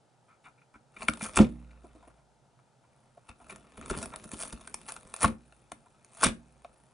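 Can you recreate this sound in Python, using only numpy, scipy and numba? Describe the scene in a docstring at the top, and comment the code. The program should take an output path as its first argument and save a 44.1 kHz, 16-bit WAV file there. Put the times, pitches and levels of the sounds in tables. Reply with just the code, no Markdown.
"""Faint room air, then soft gritty rubs: a cat chews, close by, at the edge of a corrugated cardboard box.
Its bites crackle and snap: random tiny fractures excite resonances of the panels, the sheet and the fibres.
At hard tugs torn flaps ring as decaying sines, and jolts set the modes of box and room ringing.
Rubs are noise bursts through mouth resonances; echoes, a decaying-noise tail and two microphones complete it."""
import sys
import numpy as np
from scipy import signal
from scipy.fft import rfft, irfft
from scipy.io import wavfile
from scipy.ndimage import uniform_filter1d
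from numba import njit

SR = 44100
rng = np.random.default_rng(int(sys.argv[2]) if len(sys.argv) > 2 else 0)


def wav_out(sig):
    """Save sig, one row per channel (or a flat mono array), as 16-bit PCM at SR to the path in sys.argv[1]."""
    wavfile.write(sys.argv[1], SR, np.round(np.clip(np.atleast_2d(sig).T, -1, 1) * 32767).astype(np.int16))


N = 305613
T = np.arange(N) / SR   # time in s


def from_db(db):
    """Logarithmic level: every 20 dB is a factor of ten in amplitude."""
    return 10 ** (np.asarray(db) / 20)


def rms_one(x):
    """Normalization: the root of the mean square becomes 1."""
    return x / np.sqrt(np.mean(x ** 2) + 1e-20)


def resonate(x, hz, width_hz):
    """Linear resonance: a pole pair passes its centre pitch with gain 1; its radius sets the bandwidth."""
    r = np.exp(-np.pi * width_hz / SR)
    numerator = np.array([1, 0, -1]) * (1 - r * r) / 2
    denominator = [1, -2 * r * np.cos(2 * np.pi * hz / SR), r * r]
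    return signal.lfilter(numerator, denominator, x + 1e-18)


@njit
def glide(x, hz, width_hz, rate):
    """Time-varying resonance: the pole angle follows a moving centre pitch at constant bandwidth."""
    r = np.exp(-np.pi * width_hz / rate)
    y = np.zeros(len(x))
    for i in range(2, len(x)):
        drive = (1 - r * r) / 2 * (x[i] - x[i - 2])
        feedback = 2 * r * np.cos(2 * np.pi * hz[i] / rate) * y[i - 1] - r * r * y[i - 2]
        y[i] = drive + feedback + 1e-18
    return y


def width_of(t60):
    """Damping and bandwidth: a mode that falls 60 dB in t60 seconds has this width in Hz."""
    return np.log(1000) / np.pi / t60


def favour(modes, favoured_hz, db_per_octave):
    """Selective excitation: modes answer less the more octaves they lie from the favoured pitch."""
    return [(hz, from_db(db - db_per_octave * abs(np.log2(hz / favoured_hz)))) for hz, db in modes]


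def add(power, at, db, rise, fall):
    """Exponential swell: power climbs 20 dB over the rise and sinks 20 dB over the fall."""
    near = slice(*np.searchsorted(T, [at - 4 * rise, at + 4 * fall]))
    distance = np.maximum((at - T[near]) / rise, (T[near] - at) / fall)
    power[near] += from_db(db - 20 * distance) ** 2


# spectrum of the room air: pitch_hz, relative_level_db (per Hz)
AIR_SPECTRUM = [(25, -23), (60, -22.5), (90, -17), (125, 4), (170, -8), (330, -12.5), (600, -9.5),
                (900, -8.5), (1080, -21.5), (1300, -15), (1900, -25), (4000, -28), (10500, -30)]
AIR_DB = -67   # rms of the part common to both sides


def background(side_db=-7.5):
    """Stationary noise: random air sound shaped in spectrum, partly opposite in phase at the two sides."""
    hz, db = np.transpose(AIR_SPECTRUM)
    log_hz = np.log(np.fft.rfftfreq(N, 1 / SR) + 1)
    colour = from_db(np.interp(log_hz, np.log(hz), db))
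    mid, side = rms_one(irfft(rfft(rng.standard_normal((2, N))) * colour, N))
    return from_db(AIR_DB) * (mid + from_db(side_db) * side * np.array([[1], [-1]]))


# resonances of a scrap of card in the open mouth: pitch_hz, level_db
MOUTH_MODES = [(290, 1.5), (690, 3), (990, 0.5), (1350, 1.5), (2380, 2), (2870, -6.5), (3600, -6)]
MOUTH_FOCUS_DB_PER_OCTAVE = 13.5
# teeth and tongue rub the card or a scrap in the mouth: start_s, level_db, length_s, favoured_pitch_hz
NIBBLES = [(0.289, -63.5, 0.098, 1340), (0.445, -56.5, 0.044, 1870), (0.463, -51.5, 0.033, 1120),
           (0.579, -67, 0.028, 1860), (0.615, -62, 0.0196, 1770), (.741, -53.5, .012, 1250),
           (0.754, -54, 0.019, 1390), (0.964, -45.5, 0.014, 1760), (1.019, -37.5, 0.011, 2000),
           (1.208, -41, 0.019, 1780), (1.255, -40.5, 0.022, 1370), (1.443, -45, .013, 2860),
           (1.709, -58, 0.006, 2454), (1.841, -49, .032, 396), (1.95, -52.5, 0.035, 330),
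           (2.026, -55, 0.022, 750), (2.073, -52.5, .021, 417), (2.172, -64.5, .055, 705),
           (2.59, -64, 0.014, 1200), (2.839, -65, 0.019, 1096), (3.403, -56, 0.047, 800),
           (3.496, -46.5, 0.025, 1836), (4.124, -48.5, 0.053, 1140), (5.861, -57.5, 0.015, 850),
           (6.241, -31, 0.054, 3640)]


def nibbles():
    """Source and filter: short gritty friction is coloured by the resonances of card and open mouth."""
    out, age = np.zeros(N + SR), T[:SR // 4]
    grits = rng.standard_normal((len(NIBBLES), len(age)))
    for (s, db, length, favoured_hz), grit in zip(NIBBLES, grits):
        rise = length / 4
        force = grit * np.abs(grit) * age / rise * np.exp(-age / rise)
        modes = favour(MOUTH_MODES, favoured_hz, MOUTH_FOCUS_DB_PER_OCTAVE)
        rub = sum((-1) ** k * gain * resonate(force, hz, 35 + .06 * hz)
                  for k, (hz, gain) in enumerate(modes))
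        loudness = np.sqrt(np.sum(rub ** 2) / (2 * rise * SR))
        i = round((s - rise / 2) * SR)
        out[i:i + len(age)] += from_db(db) * rub / loudness
    return out[:N]


# box panels: pitch_hz, level_db, t60_s (free ringing)
BOX_MODES = [(52.38, -8.5, .14), (95.62, -8, 0.12), (151.3, -10.5, 0.1), (222, -4, 0.18),
             (295.6, -6.5, 0.19), (371.6, -10.5, .07), (539, -10, 0.1)]
# standing waves between floor and ceiling: pitch_hz, level_db (after a jolt), t60_s
ROOM_MODES = [(58.96, -28.5, 1.6), (136, -30, 0.92), (176, -24, .63), (237, -15, 0.47), (303, -21, 0.43),
              (350, -22, 0.33), (412, -39.5, 0.2), (590, -36, 0.13)]
# the whole box jolts: start_s, level_db, rocking_db (extra below 100 Hz as it rocks on the floor)
THUMPS = [(0.755, -54, 1), (1.087, -27, -2.5), (1.399, -11.5, 1.5), (3.293, -54.5, 14.5),
          (3.903, -41.5, -1.5), (4.33, -35.5, -4), (4.545, -53, 8.5), (5.255, -26, -1.5),
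          (5.723, -48.5, -1.5), (6.259, -23, -2.5)]


def thumps(modes):
    """Modal superposition: each jolt starts a sum of exponentially decaying sines."""
    out, age = np.zeros(N + 2 * SR), T[:2 * SR]
    rings = np.array([(-1) ** k * from_db(db - 60 * age / t60) * np.sin(2 * np.pi * hz * age)
                      for k, (hz, db, t60) in enumerate(modes)])
    deep = np.array(modes)[:, 0] < 100
    for s, db, rock_db in THUMPS:
        i = round(s * SR)
        out[i:i + len(age)] += from_db(db + rock_db * deep) @ rings
    return out[:N]


# the jaw holds the card and it crackles steadily: start_s, end_s, sheet_level_db, fibre_share_db
GRIPS = [(0.992, 1.134, -54.5, -4.5), (1.194, 1.415, -60.5, 6), (1.502, 2.097, -69, -13.5),
         (2.85, 3.4, -77, -3), (3.421, 3.8, -64.5, -5), (3.85, 4.614, -58.5, -1), (4.66, 5.246, -63, 1.5),
         (5.4, 6.93, -73, 0)]
GRIP_ATTACK_DB_PER_S, GRIP_RELEASE_DB_PER_S, GRIP_BOX_DB = 298.5, 151, 2.5


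def grip():
    """Sustained forcing: crackle power in sheet and fibres as the jaw closes, holds and lets go."""
    sheet, fibre = 0, 0
    for start, end, db, fibre_db in GRIPS:
        closing_db = (start - T) * GRIP_ATTACK_DB_PER_S
        opening_db = (T - end) * GRIP_RELEASE_DB_PER_S
        slack_db = np.clip(np.maximum(closing_db, opening_db), 0, 80)
        held = from_db(db - slack_db) ** 2
        sheet, fibre = sheet + held, fibre + held * from_db(fibre_db) ** 2
    return sheet, fibre


def fractures(per_s, spread_db, clump_db):
    """Random point process: tiny breaks of uneven size bunch over milliseconds, their local power evened."""
    sizes = from_db(spread_db * np.minimum(rng.exponential(1, N), 4)) * rng.choice([-1, 1], N)
    clicks = sizes * (rng.random(N) < per_s / SR)
    clumps = rms_one(uniform_filter1d(rng.standard_normal(N), size=130))
    clicks = clicks * from_db(clump_db * clumps)
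    local_power = np.abs(uniform_filter1d(clicks ** 2, size=1500))
    return clicks / np.sqrt(local_power + 1e-6)


# tugs that tear or crush the card: start_s (at the height), sheet_level_db, fall_s, fibre_share_db, box_share_db
TUGS = [(1.028, -48, 0.035, 8, -6), (1.0858, -24, 0.0068, -3.5, -12.5), (1.242, -38.5, 0.041, 8, -6),
        (1.285, -51, 0.054, 5, -15), (1.376, -24, 0.028, 0, 5), (1.391, -28.5, 0.031, -10, 9.5),
        (3.295, -46.5, 0.028, -7, -14), (3.512, -43.5, 0.035, -1.5, -7.5), (3.777, -51, 0.014, 3, 10.5),
        (3.82, -49.5, 0.074, -7.5, 3.5), (3.904, -32.5, .018, 3.5, 1.5), (3.944, -40.5, 0.067, -11, 3.5),
        (3.989, -47, 0.05, 11, -17), (4.031, -38, 0.024, 2.5, -4.5), (4.242, -45.5, 0.017, 2, 2),
        (4.339, -46.5, 0.036, 7.5, 1.5), (4.426, -42, 0.086, 5.5, -20), (4.529, -42, 0.011, 5, 6),
        (4.895, -39.5, 0.03, 4.5, -33), (4.964, -40, 0.0096, -0.5, -16), (5.235, -24.5, 0.034, 2, -1),
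        (5.256, -30.5, 0.037, -21, -3), (6.242, -19, .03, 2.5, -8.5), (6.263, -29, 0.033, 2.5, -2)]
# in fall times: a tug builds faster than it lets go, and the fibres part first
TUG_RISE_SHARE, FIBRE_LEAD_SHARE = 0.8, .08
# in fall times: the heavy box follows late and settles slowly
BOX_LAG_SHARE, BOX_STRETCH = 0.25, 2
# the card strains faintly before a tug and settles after it; stretches in fall times
STRAIN_DB, STRAIN_STRETCH, SETTLE_STRETCH = -23.5, 3.2, 2.0
# each rub also stirs the fibres and the box; stretch in rub lengths
NIBBLE_FIBRE_DB, NIBBLE_BOX_DB, NIBBLE_STRETCH = -14.5, -12, 2


def tearing(sliding_db=-10.0):
    """Fracture under load: breaking fibres drive the box, the sheet and the fibres around them."""
    sheet, fibre = grip()
    box = sheet * from_db(GRIP_BOX_DB) ** 2
    for at, db, fall, fibre_db, box_db in TUGS:
        rise = TUG_RISE_SHARE * fall
        add(box, at + BOX_LAG_SHARE * fall, db + box_db, rise, BOX_STRETCH * fall)
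        fibre_at = at - FIBRE_LEAD_SHARE * fall
        for part, height, level_db in ((sheet, at, db), (fibre, fibre_at, db + fibre_db)):
            add(part, height, level_db, rise, fall)
            add(part, height, level_db + STRAIN_DB, STRAIN_STRETCH * fall, SETTLE_STRETCH * fall)
    for at, db, length, _ in NIBBLES:
        for part, share_db in ((box, NIBBLE_BOX_DB), (fibre, NIBBLE_FIBRE_DB)):
            add(part, at, db + share_db, length, NIBBLE_STRETCH * length)
    # a gentle pull breaks fibres one by one, a hard rip breaks them in a rush
    per_s = 900 + 24000 * np.sqrt(sheet + fibre)
    breaks = fractures(per_s, spread_db=4.0, clump_db=3.0)
    sliding = from_db(sliding_db) * rng.standard_normal(N)   # paper sliding on paper
    return (breaks + sliding) * np.sqrt([box, sheet, fibre])


STRAY_SNAP_DB, STRAY_SPREAD_DB = 25.5, 1   # peak above the fibre crackle of the grip, and its random spread


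def stray_snaps(count=70, sheet_db=-5.5):
    """Random failure: thin bundles snap at chance moments, as hard as the jaw grips; rows as in SNAPS."""
    at = rng.uniform(.1, T[-1] - .1, count)
    grip_db = 10 * np.log10(np.interp(at, T, grip()[1]))
    levels_db = grip_db + STRAY_SPREAD_DB * rng.standard_normal(count)
    return [(s, db + STRAY_SNAP_DB, sheet_db) for s, db in zip(at, levels_db)]


# thick fibre bundles snapping: start_s (of the break), peak_level_db, sheet_share_db
SNAPS = [(1.021, -27.5, 12), (1.097, -13, -7), (1.136, -14.5, -5), (1.173, -21, -5.5), (1.211, -21, 5.5),
         (1.3595, -3, -16), (1.370, -6, 2), (1.389, -11, 7.5), (1.715, -39.5, -4), (3.292, -36.5, 6),
         (3.56, -21, -5), (3.86, -20, -5), (3.9765, -15, -20), (4.017, -21, -7), (4.058, -15, -6.5),
         (4.139, -31.5, 14), (4.16, -14, -6.5), (4.3167, -15, -11), (4.402, -14.5, -11), (4.412, -19, -6),
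         (4.425, -7.5, -28), (4.48, -20, -22), (4.612, -27.5, 0), (4.675, -14.5, -2.5), (4.743, -5, -11.5),
         (4.815, -26.5, -6.5), (4.921, -14, -8.5), (4.94, -22, -6.5), (5.14, -9.5, -5),
         (5.1635, -13, -11.5), (5.2027, -25, -13), (5.524, -36, 7.5), (5.719, -10.5, -6), (6.047, -27, -14),
         (6.647, -51.5, 20.5)]


def snaps(crumble_db=-19.0, crumble_t60=0.015, strain_s=.008):
    """Impulsive release: small breaks gather, the bundle gives way in a click, and the rest crumbles."""
    sheet, fibre = np.zeros(N), np.zeros(N)
    lead = SR // 100   # samples of strain before the click
    age = T[:SR // 20] - T[lead]
    crumble = from_db(crumble_db - 60 * np.maximum(age / crumble_t60, -age / strain_s))
    bundles = stray_snaps() + list(SNAPS)
    all_crumbs = rng.standard_normal((len(bundles), len(age)))
    for (s, db, sheet_db), crumbs in zip(bundles, all_crumbs):
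        force = crumble * crumbs * np.abs(crumbs) / 2
        force[lead] = 1
        i = round(s * SR) - lead
        sheet[i:i + len(age)] += from_db(db + sheet_db) * force
        fibre[i:i + len(age)] += from_db(db) * force
    return sheet, fibre


def body(force, modes, scatter_db, colour_db, wander=.04):
    """Varying modal coupling: strength scatters every 32 samples; pitch and colour shift as the card bends."""
    out, power = 0, 0
    bends = np.arange(0, T[-1] + .1, .04)   # moments in s
    for k, (hz, width, db) in enumerate(modes):
        per_click = from_db(scatter_db * np.clip(rng.standard_normal(N // 32 + 1), -1.5, 1.5))
        per_bend = from_db(colour_db * rng.uniform(-1, 1, len(bends)))
        click_strength = np.repeat(rms_one(per_click), 32)[:N]
        strength = click_strength * np.interp(T, bends, rms_one(per_bend))
        pitch = np.interp(T, bends, hz * np.exp(wander * rng.standard_normal(len(bends))))
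        ringing = glide(force * strength, pitch, float(width), float(SR))
        out = out + (-1) ** k * from_db(db) * ringing
        power += from_db(db) ** 2 * np.pi * width / SR
    return out / np.sqrt(power)


# resonances of the bitten sheet: pitch_hz, width_hz, level_db
SHEET = [(480, 120, -7), (643, 54, 5), (913.2, 580, -3), (1383, 130, 2.5), (1753, 110, -5), (2590, 280, -3),
         (2860, 130, -10), (3728, 250, -10)]
# resonances of its fibres: pitch_hz, width_hz, level_db
FIBRE = [(2350, 780, -9.5), (3500, 230, -13.5), (4500, 700, -8.5), (5187, 1800, -9), (6600, 1200, -5),
         (7300, 1400, -7), (9285, 1300, 1.5), (8963, 1200, -2), (10315, 440, -0.5)]
PANEL_TILT_DB_PER_OCTAVE = -0.85   # tiny breaks drive the panel modes with a tilted balance


def cardboard():
    """Forced vibration: tearing and snapping sound through the panels, the bitten sheet and the fibres."""
    # the jaw damps the panels, which doubles their bandwidth
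    panels = [(hz, width_of(t60) * 2, db + PANEL_TILT_DB_PER_OCTAVE * np.log2(hz))
              for hz, db, t60 in BOX_MODES]
    torn = sum(body(force, modes, scatter_db=5.0, colour_db=3.5)
               for force, modes in zip(tearing(), (panels, SHEET, FIBRE)))
    snapped = sum(body(force, modes, scatter_db=1.5, colour_db=2.5)
                  for force, modes in zip(snaps(), (SHEET, FIBRE)))
    return torn + snapped


# ringing of a torn flap: pitch_hz, level_db
FLAP_MODES = [(213.4, 2), (582, 2), (690, 2), (1110, -2), (1370, 0), (2287, -3.5)]
FLAP_RING_CYCLES, FLAP_FOCUS_DB_PER_OCTAVE = 27, 17.5   # cycles to fall 60 dB
# a flap slips off the teeth and swings, the shorter the higher:
# start_s, level_db, favoured_pitch_hz, build_up_s
FLAPS = [(1.0848, -6.5, 2272, .0004), (1.221, -33.5, 228.5, 0.0063), (1.3705, -14.5, 1370, 0.0025),
         (1.389, -15, 669, 0.0008), (1.3969, -9, 214, 0.014), (3.168, -49, 690, 0.011),
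         (5.2425, -8, 1119, .0047), (5.718, -34.5, 889, .001), (6.232, -10.5, 1085, 0.00078),
         (6.258, -21.5, 210, .003), (6.646, -37.5, 742, 0.0038)]


def flaps(rough=0.35):
    """Damped free vibration: a released flap decays over a set number of cycles, its torn edge rubbing."""
    out, age = np.zeros(N + SR), T[:SR // 3]
    chances = rng.standard_normal((len(FLAPS), len(age)))
    for (s, db, favoured_hz, build), chance in zip(FLAPS, chances):
        i = round(s * SR)
        for hz, gain in favour(FLAP_MODES, favoured_hz, FLAP_FOCUS_DB_PER_OCTAVE):
            rub = 1 + rough * rms_one(uniform_filter1d(chance, size=int(SR / hz)))
            decay = from_db(-60 * np.maximum(age - build, 0) * hz / FLAP_RING_CYCLES)
            swing = np.minimum(age / build, 1) * decay
            out[i:i + len(age)] += from_db(db) * gain * swing * rub * np.sin(2 * np.pi * hz * age)
    return out[:N]


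# early reflections from box top, floor and furniture: delay_s, left_level_db, right_level_db
ECHOES = [(.0009, -14, -19), (.0027, -21.5, -38), (.0046, -24, -21.5), (.0078, -26, -30.5)]


def echoes(x):
    """Specular reflection: nearby surfaces return a few quick, weaker copies."""
    return sum(from_db(np.array([[left], [right]])) * np.interp(T - delay, T, x, left=0)
               for delay, left, right in ECHOES)


def room(x):
    """Diffuse reverberation: convolution with decaying noise, different at each side, shorter in the treble."""
    low_t60, high_t60, split_hz = .23, .17, 1500   # s, s, Hz
    age = T[:SR // 3]
    noise = rng.standard_normal((2, len(age)))
    low = signal.sosfilt(signal.butter(2, split_hz, fs=SR, output="sos"), noise)
    high = signal.sosfilt(signal.butter(2, split_hz, "high", fs=SR, output="sos"), noise)
    tail = low * from_db(-60 * age / low_t60) - high * from_db(-60 * age / high_t60)
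    tail = tail * (age > .003)
    return signal.oaconvolve(x[None], rms_one(tail) / np.sqrt(len(age)), axes=1)[:, :N]


def scene():
    """Superposition: close mouth and box add to the room's echoes, tail, standing waves and air."""
    teeth = cardboard() + nibbles()
    box = flaps() + thumps(BOX_MODES)
    near = teeth + box
    far = room(from_db(-11.0) * teeth + from_db(-19.5) * box)
    standing = thumps(ROOM_MODES) * from_db(np.array([[-1], [1]]))   # stronger at the right
    return near + echoes(near) + far + standing + background()


# lean of the sound by pitch: pitch_hz, left_minus_right_db
LEAN = [(60, -.8), (130, -1.8), (250, -1), (600, .4), (1200, .4), (2400, 2.2), (5000, 1.4), (9000, .3)]
# phase between the two microphones: pitch_hz, left_lead_rad
LEAD = [(50, 0.24), (220, -0.4), (700, 0.21), (2200, -0.9), (4400, 0.52), (6000, -0.17), (10500, 0.13)]
CUTOFF_HZ = 10500


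def record(dry):
    """Stereo transduction: microphones differ in colour and phase; peaks saturate and the top is cut steeply."""
    log_hz = np.log(np.fft.rfftfreq(N, 1 / SR) + 1)
    lean_db, lead = [np.interp(log_hz, np.log(np.array(t)[:, 0]), np.array(t)[:, 1]) for t in (LEAN, LEAD)]
    half = np.array([[1], [-1]]) / 2   # each side takes half the difference
    x = irfft(rfft(dry) * from_db(lean_db * half) * np.exp(1j * lead * half), N)
    x = x / (1 + (x / .7) ** 6) ** (1 / 6)
    return signal.sosfilt(signal.ellip(12, .2, 70, CUTOFF_HZ, fs=SR, output="sos"), x)


dry = scene()
out = record(dry)
wav_out(out)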